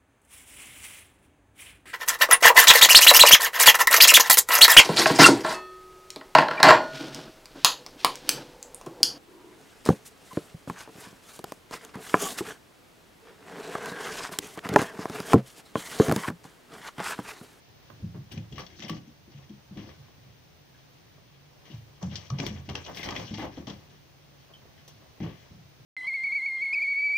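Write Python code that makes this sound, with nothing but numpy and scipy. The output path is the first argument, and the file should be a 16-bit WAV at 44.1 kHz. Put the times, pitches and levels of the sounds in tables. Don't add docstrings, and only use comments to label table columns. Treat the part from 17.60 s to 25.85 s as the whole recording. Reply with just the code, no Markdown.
import sys
import numpy as np
from scipy import signal
from scipy.fft import rfft, irfft
from scipy.io import wavfile

SR = 44100
rng = np.random.default_rng(int(sys.argv[2]) if len(sys.argv) > 2 else 0)


def put_to_file(sound):
    columns = np.atleast_2d(sound).T
    safe = np.clip(columns, -1, 1)
    whole_steps = np.round(safe * 32767)
    wavfile.write(sys.argv[1], SR, whole_steps.astype(np.int16))


def undo_db(level):
    steps = np.asarray(level, float) / 20
    return 10 ** steps


N = 363825

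# (t/s, lean to the left/dB, of which placed() applies half as left-right difference)
PLACE = [(.3, -17), (.75, 10), (1, 1), (1.2, 4), (2.2, 2), (4.5, 8.5), (5.2, 0), (5.45, -0.5), (6.1, 2.5),
         (7.28, -5), (7.6, 5)]


def rms_one(x):
    return x / np.sqrt(np.mean(x ** 2) + 1e-20)


def at_bins(points):
    hz = np.maximum(np.arange(N // 2 + 1) * SR / N, 1)
    table_hz, values = np.array(points).T
    return np.interp(np.log(hz), np.log(table_hz), values)


def colour(x, spectrum):
    return irfft(rfft(x) * rms_one(undo_db(at_bins(spectrum))), N)


def ring(push, hz, t60):
    radius = undo_db(-60 / (t60 * SR))
    turn = 2 * np.pi * hz / SR
    return signal.lfilter([0, np.sin(turn)], [1, -2 * radius * np.cos(turn), radius ** 2], push + 1e-18)


def flicker(rate, count):
    knots = rng.standard_normal((count, int(N / SR * rate) + 2))
    clock = np.arange(N) / SR * rate
    return np.array([np.interp(clock, np.arange(len(k)), k) for k in knots])


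def grains(per_s, spread_db, smooth):
    unevenness = np.minimum(rng.exponential(1, (3, N)), 3.5)
    sizes = undo_db(spread_db * unevenness) * rng.standard_normal((3, N))
    clicks = rms_one(sizes * (rng.random((3, N)) < per_s / SR))
    rub = clicks + smooth * rng.standard_normal((3, N))
    return rms_one(rub[0] + 1.2 * rub[1:])


def placed(s, db):
    return undo_db(db + np.interp(s, *np.transpose(PLACE)) * np.array([[.25], [-.25]]))


def background():
    # (f/Hz, level per Hz/dB)
    hiss_colour = [(30, -5), (70, -4.5), (115, -6), (174, -13), (300, -12.5), (460, -16), (700, -17),
                   (1200, -22), (1600, -21.5), (2500, -22), (4000, -23.5), (6300, -26), (10000, -26),
                   (16000, -31.5)]
    # (f/Hz, correlation)
    likeness = [(60, 0.048), (1650, 0.016), (4970, 0.12), (15000, .02)]
    # (f/Hz, width/Hz, level/dB)
    hum_mode = (144, 12.4, -63)
    mid, side = rfft(rng.standard_normal((2, N)))
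    alike = np.clip(at_bins(likeness), 0, 1)
    pair = np.sqrt(1 + alike) * mid + np.sqrt(1 - alike) * side * [[1], [-1]]
    hiss = rms_one(colour(irfft(pair, N), hiss_colour))
    swell = undo_db(0.73 * flicker(rate=2.916, count=1))
    hz, width_hz, hum_db = hum_mode
    hum = ring(rng.standard_normal(N), hz, np.log(1000) / np.pi / width_hz)
    return undo_db(-56.5) * hiss * swell + undo_db(hum_db) * rms_one(hum)


def slides():
    # (t/s, length/s, weight on planks level/dB, straw dragged level/dB, grit scraped level/dB)
    slide_list = [(0.388, 0.027, -39.5, -66, -52.5), (0.527, 0.038, -45, -51.5, -88),
                  (0.7, 0.026, -36.5, -48, -38.5), (0.753, 0.031, -35.5, -49, -50.5),
                  (0.901, 0.026, -32, -62, -51.5), (0.975, 0.013, -30, -35, -34),
                  (1.074, 0.23, -47.5, -74, -50.5), (1.209, 0.036, -48, -43.5, -40.5),
                  (1.297, 0.072, -36.5, -47.5, -45), (1.454, 0.021, -48, -69, -54.5),
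                  (1.702, 0.14, -56, -59, -55.5), (2.132, 0.07, -53, -70, -61),
                  (2.15, 0.022, -28.5, -49, -62), (2.21, 0.11, -46.5, -56, -52),
                  (4.097, 0.047, -51, -60, -50), (4.402, 0.047, -60, -43, -45.5),
                  (4.47, 0.2, -54, -74, -48.5), (4.707, 0.14, -42, -44.5, -57),
                  (4.775, 0.12, -31, -40.5, -38.5), (4.906, 0.084, -42, -48, -49),
                  (5.038, 0.062, -46, -72, -50), (5.083, 0.029, -28, -51, -50),
                  (5.133, 0.074, -50, -39.5, -42), (5.227, 0.12, -60, -46.5, -45.5),
                  (5.353, 0.11, -41, -44.5, -39), (5.435, 0.16, -33, -37.5, -40),
                  (5.562, 0.077, -41, -45, -43.5), (5.628, 0.088, -45, -49, -43.5),
                  (5.71, 0.058, -51, -46.5, -45), (5.801, 0.054, -30.5, -37.5, -46),
                  (5.905, 0.067, -42, -59, -52), (5.957, 0.06, -35.5, -51, -60),
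                  (6.082, 0.059, -36, -65, -69), (6.15, 0.23, -54.5, -66, -70), (7.287, 0.2, -70, -64, -68),
                  (7.606, 0.066, -27, -51.5, -67), (7.894, 0.045, -55, -71, -62.5)]
    # planks/dB, straw/dB, grit/dB
    stir_swing_db = (2.5, 3.5, 3.5)
    attack_s, release_db_per_s = 0.02, 274
    t = np.arange(N // 32 + 2) * 32 / SR
    swing = np.pad(flicker(rate=11.0, count=3)[:, ::32], ((0, 0), (0, 1)), "edge")[:, :len(t)]
    stir_db = np.array([[-67], [-64.5], [-66]]) + np.array(stir_swing_db)[:, None] * swing
    power = undo_db(2 * stir_db)
    for s, length, *levels_db in slide_list:
        attack = np.clip((t - s) / attack_s, 0, 1) ** 2
        release = undo_db(-release_db_per_s * np.maximum(t - s - length, 0))
        power += (undo_db(levels_db)[:, None] * attack * release) ** 2
    return [np.interp(np.arange(N) / SR, t, 10 * np.log10(p)) for p in power]


def planks(weight_db):
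    # (t/s, level/dB, favoured pitch f/Hz, dying time constant of the press/s)
    thuds = [(0.308, -46.5, 117, 0.067), (0.424, -25.5, 135, 0.03), (0.435, -42.5, 298, .02),
             (0.543, -33.5, 133, 0.044), (0.553, -39, 294, 0.019), (0.735, -36.5, 147, 0.017),
             (0.77, -26, 134, 0.018), (0.914, -39, 148, 0.017), (1.194, -42.5, 224, 0.043),
             (1.233, -35.5, 214, 0.019), (1.303, -28, 201, 0.038), (1.477, -42.5, 183, 0.017),
             (1.679, -47.5, 222, 0.031), (1.746, -43.5, 131, 0.042), (1.896, -36.5, 210, 0.019),
             (2.109, -35.5, 172, 0.01), (2.179, -32, 158, 0.011), (2.192, -40.5, 320, 0.051),
             (2.29, -59, 88.8, 0.017), (2.381, -47, 105, 0.039), (2.582, -49.5, 121, 0.02),
             (2.664, -48.5, 110, 0.027), (3.56, -52, 142, 0.016), (4.098, -44, 248, 0.029),
             (4.128, -34, 98, 0.028), (4.229, -47.5, 102, 0.017), (4.428, -27.5, 144, 0.077),
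             (4.704, -25, 124, 0.054), (4.799, -31.5, 215, 0.049), (4.808, -37, 372, 0.007),
             (4.866, -31, 195, 0.015), (4.906, -26, 127, 0.036), (5.083, -37.5, 215, 0.068),
             (5.275, -43.5, 172, 0.11), (5.455, -34.5, 135, 0.031), (5.571, -32.5, 172, 0.044),
             (5.71, -29.5, 179, 0.051), (5.782, -34.5, 286, 0.068), (5.971, -32.5, 278, 0.014),
             (6.072, -33, 202, 0.021), (7.338, -49, 98, 0.049), (7.603, -26, 171, 0.046),
             (7.911, -40.5, 120, 0.045), (7.989, -45.5, 109, 0.019), (8.199, -51, 117, 0.031)]
    # (f/Hz, level/dB, t60/s)
    plank_modes = [(61, -11, 0.54), (85.3, -4, 0.64), (110, 0, 0.37), (135, 0, 0.33), (151.9, -0.5, 0.24),
                   (172, -0.5, 0.26), (204.2, 3, 0.16), (231.5, 0.5, 0.12), (274, 1, 0.13),
                   (302.5, 1.5, 0.13), (339, 2, 0.13), (381.3, -3, 0.14), (444, -42, 0.42),
                   (508.5, -7, 0.17), (680, -8.5, 0.083)]
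    focus_db = 13
    out = np.zeros(N)
    jolts = rng.choice([-1, 1], (len(thuds), 40 + len(plank_modes)))
    shuffle = undo_db(weight_db - 47.5) * rng.standard_normal(N)
    lag = np.arange(40) * .0037
    for k, (hz, level_db, t60) in enumerate(plank_modes):
        push = shuffle * undo_db(level_db)
        for (s, db, spot_hz, press), jolt in zip(thuds, jolts):
            at = np.minimum(((s + lag) * SR).astype(int), N - 1)
            strength = np.where(lag > 0, 0.46 * jolt[:40], 0.75) * np.exp(-lag / max(press, .002))
            strength = strength * jolt[40 + k]
            off_pitch = np.log2(hz / spot_hz) ** 2
            push[at] += strength * undo_db(db + level_db - 8.0 - focus_db * off_pitch)
        out += ring(push, hz, t60)
    soft_pads = signal.butter(2, 800.0, fs=SR, output="sos")
    return signal.sosfilt(soft_pads, out)


def stroke(s, db, dying):
    at = round(s * SR)
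    t = np.arange(min(SR // 3, N - at)) / SR
    side = placed(s, db - 14.0)
    t60 = max(dying, .01)
    bite = 1.9 * (0.071 / t60) ** 0.21
    snap = bite * undo_db(-60 * t / 0.023) * (1 - np.exp(-t / 0.00085))
    drag = undo_db(-60 * t / t60) * (1 - np.exp(-t / 0.025 / t60))
    return slice(at, at + len(t)), t, side * snap, side * drag


def claws(straw_db, grit_db):
    # (t/s, level/dB, dull part relative level/dB, grain pitch f/Hz, dying time t60/s)
    rakes = [(0.3006, -42.5, 8, 1550, 0.054), (0.5464, -49, -5, 1720, 0.074),
             (.7196, -49.5, -21, 2250, 0.022), (0.775, -37, -20, 2450, 0.051),
             (.9237, -37.5, -17, 3300, 0.091), (0.956, -37.5, -6, 3340, 0.2),
             (0.981, -31.5, -22, 1870, 0.02), (1.065, -36, -20, 3400, 0.055), (1.101, -44, -6, 2130, 0.074),
             (1.202, -31.5, -27, 2970, 0.044), (1.222, -31.5, -17, 2920, 0.09),
             (1.282, -31, -23, 3030, 0.15), (1.295, -25.5, -5, 2950, 0.035), (1.8936, -49, -9, 3220, 0.11),
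             (2.172, -35, -3.5, 2370, 0.28), (2.2883, -45.5, 9, 1800, 0.13), (2.7, -54, -21, 2000, .12),
             (4.0545, -40.5, -5, 2960, 0.26), (4.0984, -50, -17, 3620, 0.2),
             (4.427, -35.5, -6, 5750, 0.038), (4.513, -40.5, 6, 2830, 0.58), (4.555, -24, -36, 5040, 0.1),
             (4.7015, -30, -27, 5960, 0.0083), (4.785, -32, -4, 3120, 0.043),
             (4.8, -24.5, -12, 2400, 0.012), (4.8638, -25, -4, 3620, 0.077), (5.089, -29, 3, 2800, 0.13),
             (5.153, -23.5, -19, 2780, 0.044), (5.263, -33.5, -6, 2940, 0.085),
             (5.346, -31.5, -16, 3520, 0.31), (5.371, -30, -27, 3120, 0.063), (5.4298, -23, -33, 2170, 0.1),
             (5.441, -32, -27, 4400, .04), (5.4582, -36, -3, 3120, 0.054), (5.488, -22.5, -2, 1890, 0.054),
             (5.506, -30, -1, 5100, 0.035), (5.524, -31, 3, 1980, 0.032), (5.552, -28.5, -17, 2900, 0.14),
             (5.562, -23, -17, 2500, 0.061), (5.595, -36, -9, 3230, 0.11), (5.7394, -33.5, -12, 2960, 0.16),
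             (5.775, -30.5, -11, 2800, 0.22), (5.795, -26.5, -11, 1690, 0.18), (5.82, -39, -12, 2210, .05),
             (5.829, -40, -6, 1550, 0.29), (5.968, -43.5, 0, 3140, 0.19), (6.0695, -29, 0, 3570, 0.23),
             (6.1, -33.5, -1, 3400, 0.053), (6.3, -49, -15, 3300, 0.17), (7.178, -43, -15, 1900, 0.21),
             (7.278, -36.5, -6.5, 6100, 0.13), (7.602, -34, -2, 2000, 0.64),
             (7.628, -47.5, -10, 5000, 0.13)]
    # (t/s, level/dB, dying time t60/s)
    sprays = [(0.719, -43, 0.092), (.9815, -46.5, 0.15), (1.282, -42, 0.068), (1.296, -41, .045),
              (4.8646, -38, 0.06), (5.349, -44.5, 0.43), (5.4294, -50, 0.18), (5.555, -53, 0.47),
              (5.7813, -49, .2), (7.28, -44, 0.06)]
    bands_hz = [1400, 2100, 3200, 4800, 7200, 11000]
    # (f/Hz, level per Hz/dB)
    grit_colour = [(900, -10), (1300, -44), (1500, 0), (2050, 1), (2400, 0), (2900, 2), (3350, 6.5),
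                   (3900, 3.5), (4600, 1.5), (5100, -2), (5700, 7.5), (6600, 2), (8000, -1), (10000, -17.5),
                   (13000, -19), (15000, -27)]
    # (f/Hz, level per Hz/dB)
    straw_colour = [(250, -1.5), (400, 2), (600, 2), (845, -1), (950, -1.5), (1130, -0.5), (1400, -10),
                    (2000, -10), (3000, -29.5)]
    # (f/Hz, left-right/dB)
    grit_lean = [(60, -2), (150, -7), (380, 12), (950, -3), (2380, 9), (5980, 5.5), (15000, -10)]
    # (f/Hz, level/dB, t60/s)
    wire_modes = [(1759, -38, 0.015), (2097, -36.5, 0.012), (2495, -35, 0.01), (2940, -33, 0.014),
                  (3347, -35.5, 0.011), (5740, -40, .01)]
    top_gain = undo_db(31.5)
    sheen = undo_db(-41)
    centres = np.array(bands_hz)[:, None, None]
    patches = undo_db(4.9 * flicker(rate=60, count=len(bands_hz) + 1))[:, None]
    bright = undo_db([grit_db - 9.5] * 2) * patches[1:]
    dull = undo_db([straw_db - 7.5] * 2) * patches[0]
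    strokes, ticks = np.array(rakes), np.zeros((2, N))
    drag_hz = np.interp(np.arange(N) / SR, strokes[:, 0], strokes[:, 3])
    bright *= undo_db(2 - 2 * np.log2(centres / drag_hz) ** 2)
    for s, db, dying in sprays:
        span, t, snap, drag = stroke(s, db, dying)
        bright[-1, :, span] += (0.23 * snap + drag) * top_gain
    for s, db, dull_db, grain_hz, dying in rakes:
        span, t, snap, drag = stroke(s, db, dying)
        off_pitch = np.log2(centres / grain_hz) ** 2
        bright[..., span] += snap * undo_db(-4 * off_pitch) + drag * undo_db(4 - 7 * off_pitch)
        bright[-1, :, span] += (.3 * snap + drag) * sheen * top_gain
        ticks[:, span] += 1.16 * snap * np.sin(2 * np.pi * grain_hz * t)
        dull[:, span] += (0.5 * snap + drag) * undo_db(dull_db)
    rub, spectrum = grains(per_s=900.0, spread_db=1.0, smooth=0.95), 0
    for k, envelope in enumerate(bright):
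        share = at_bins(np.transpose([bands_hz, np.arange(len(bands_hz)) == k]))
        spectrum = spectrum + rfft(envelope * np.roll(rub, k * SR, axis=1)) * share
    leaning = irfft(spectrum * undo_db(at_bins(grit_lean) * [[.5], [-.5]]), N)
    grit = colour(leaning, grit_colour)
    hits = undo_db(2.5 * flicker(rate=25, count=len(wire_modes)))
    wire = sum(undo_db(db) * ring(grit * hit, hz, t60) for (hz, db, t60), hit in zip(wire_modes, hits))
    straw = colour(dull * grains(per_s=600.0, spread_db=1.5, smooth=1.0), straw_colour)
    return ticks + grit + wire + straw


def pen(x):
    t60_s, cut_hz = 0.27, 5200
    out = [0, 0]
    z = np.exp(-2j * np.pi * np.arange(N // 2 + 1) / N)
    dull = np.exp(-2 * np.pi * cut_hz / SR)
    for k, lag in enumerate((rng.uniform(0.0054, .02, 16) * SR).astype(int)):
        loop = undo_db(-60 * lag / SR / t60_s) * (1 - dull) / (1 - dull * z) * z ** lag
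        out[k % 2] = out[k % 2] + loop / (1 - loop) * (-1) ** (k // 2)
    return irfft(rfft(x) * np.array(out), N)


def ball():
    # (t/s, level/dB, favoured pitch f/Hz, dying time constant of the contacts/s)
    knocks = [(0.302, -50, 1150, .003), (0.98, -33.5, 1150, 0.024), (1.238, -40, 700, 0.017),
              (1.295, -28, 1090, 0.0047), (4.429, -30, 785, 0.0061), (4.703, -26.5, 1270, 0.0027),
              (4.79, -31.5, 705, 0.018), (4.865, -40, 594, .005), (5.151, -29.5, 1030, 0.0033),
              (5.487, -30, 950, 0.026), (5.736, -41.5, 835, .02), (5.784, -28, 860, 0.02),
              (5.826, -26.5, 800, 0.016), (5.857, -34.5, 800, 0.034), (5.976, -29.5, 560, 0.0058),
              (5.98, -40, 900, 0.0045), (7.054, -40, 540, 0.0033), (7.604, -32, 640, 0.0069)]
    # (f/Hz, level/dB, t60/s)
    ball_modes = [(478, 3, 0.03), (640, -2, .03), (706.4, -3, 0.04), (790, -4, .03), (846, -3, 0.055),
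                  (940, -4, 0.04), (1060, 0, .022), (1137, 1, 0.04), (1230, 1.5, 0.03)]
    focus_db = 42
    felt = np.hanning(24) * 2 / 24
    out = np.zeros(N)
    chance = rng.standard_normal((len(knocks), len(ball_modes), 30))
    lag = np.arange(30) * .0017
    for k, (hz, level_db, t60) in enumerate(ball_modes):
        push = np.zeros(N + SR)
        for (s, db, blow_hz, contact), jolt in zip(knocks, chance[:, k]):
            strength = np.where(lag > 0, 1.5 * jolt, 1) * np.exp(-lag / max(contact, .001))
            off_pitch = np.log2(hz / blow_hz) ** 2
            push[((s + lag) * SR).astype(int)] += strength * undo_db(db + level_db - 13.0 - focus_db * off_pitch)
        out += ring(np.convolve(push[:N], felt)[:N], hz, t60)
    return out


def cracks():
    # (t/s, level/dB)
    crack_list = [(0.719, -32), (1.1896, -37), (1.195, -32), (1.2032, -40), (1.2225, -51), (4.428, -38),
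                  (1.283, -36), (1.296, -27), (4.5556, -35), (4.703, -30), (4.7877, -31), (4.8024, -21),
                  (4.866, -22), (5.0977, -26.5), (5.1535, -20), (5.374, -33), (5.4315, -29), (5.459, -30),
                  (5.488, -28), (5.743, -35), (5.784, -36), (5.984, -40)]
    low_hz, high_hz, dying_s = 1200, 6360, 0.0024
    out, lag = np.zeros((2, N)), np.arange(12) * 17
    for (s, db), jolt in zip(crack_list, rng.standard_normal((len(crack_list), 2, len(lag)))):
        splinters = np.where(lag > 0, jolt, -1) * np.exp(-lag / SR / dying_s)
        out[:, round(s * SR) + lag] += placed(s, db + 8.0) * splinters
    return signal.sosfilt(signal.butter(2, [low_hz, high_hz], "band", fs=SR, output="sos"), out)


def squeak():
    # (t/s, level/dB, starting f/Hz, swell/s)
    squeak_at = (6.936, -53, 3180, .008)
    s, db, hz, swell = squeak_at
    t = np.maximum(np.arange(N) / SR - s, 0)
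    wobble = 1 + 1.2 * flicker(rate=500, count=1)[0]
    phase = 2 * np.pi * hz * t * (1 - .5 * np.minimum(t, .1))
    envelope = t / swell * np.exp(1 - t / swell)
    return undo_db(db) * wobble * np.sin(phase) * envelope


def scene():
    # (f/Hz, left-right/dB)
    plank_lean = [(120, -0.5), (250, 2), (500, 6.5)]
    weight_db, straw_db, grit_db = slides()
    struck = ball() + squeak() + cracks() + claws(straw_db, grit_db)
    floor = planks(weight_db)
    leaning = irfft(rfft(floor) * undo_db(at_bins(plank_lean) * [[.5], [-.5]]), N)
    echoes = undo_db(-28.0) * pen(floor) + undo_db(-16) * pen(struck)
    return leaning + struck + echoes + background()


def low_pass(x):
    return signal.sosfilt(signal.butter(12, 16890, fs=SR, output="sos"), x)


def record(dry):
    # (f/Hz, level/dB)
    microphone = [(20, -21), (45, -8), (75, 1), (6300, 0.5), (7300, -10.5), (13600, -9.5), (14500, -1.5),
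                  (15400, 9), (15800, -16), (16100, -43)]
    left_lag_s, lag_top_hz = -0.000042, 6100
    hz = np.arange(N // 2 + 1) * SR / N
    lag = np.exp(-2j * np.pi * np.minimum(hz, lag_top_hz) * left_lag_s * np.array([[1], [0]]))
    mix = irfft(rfft(dry) * undo_db(at_bins(microphone)) * lag, N)
    return low_pass(mix)


dry = scene()
out = record(dry)
put_to_file(out)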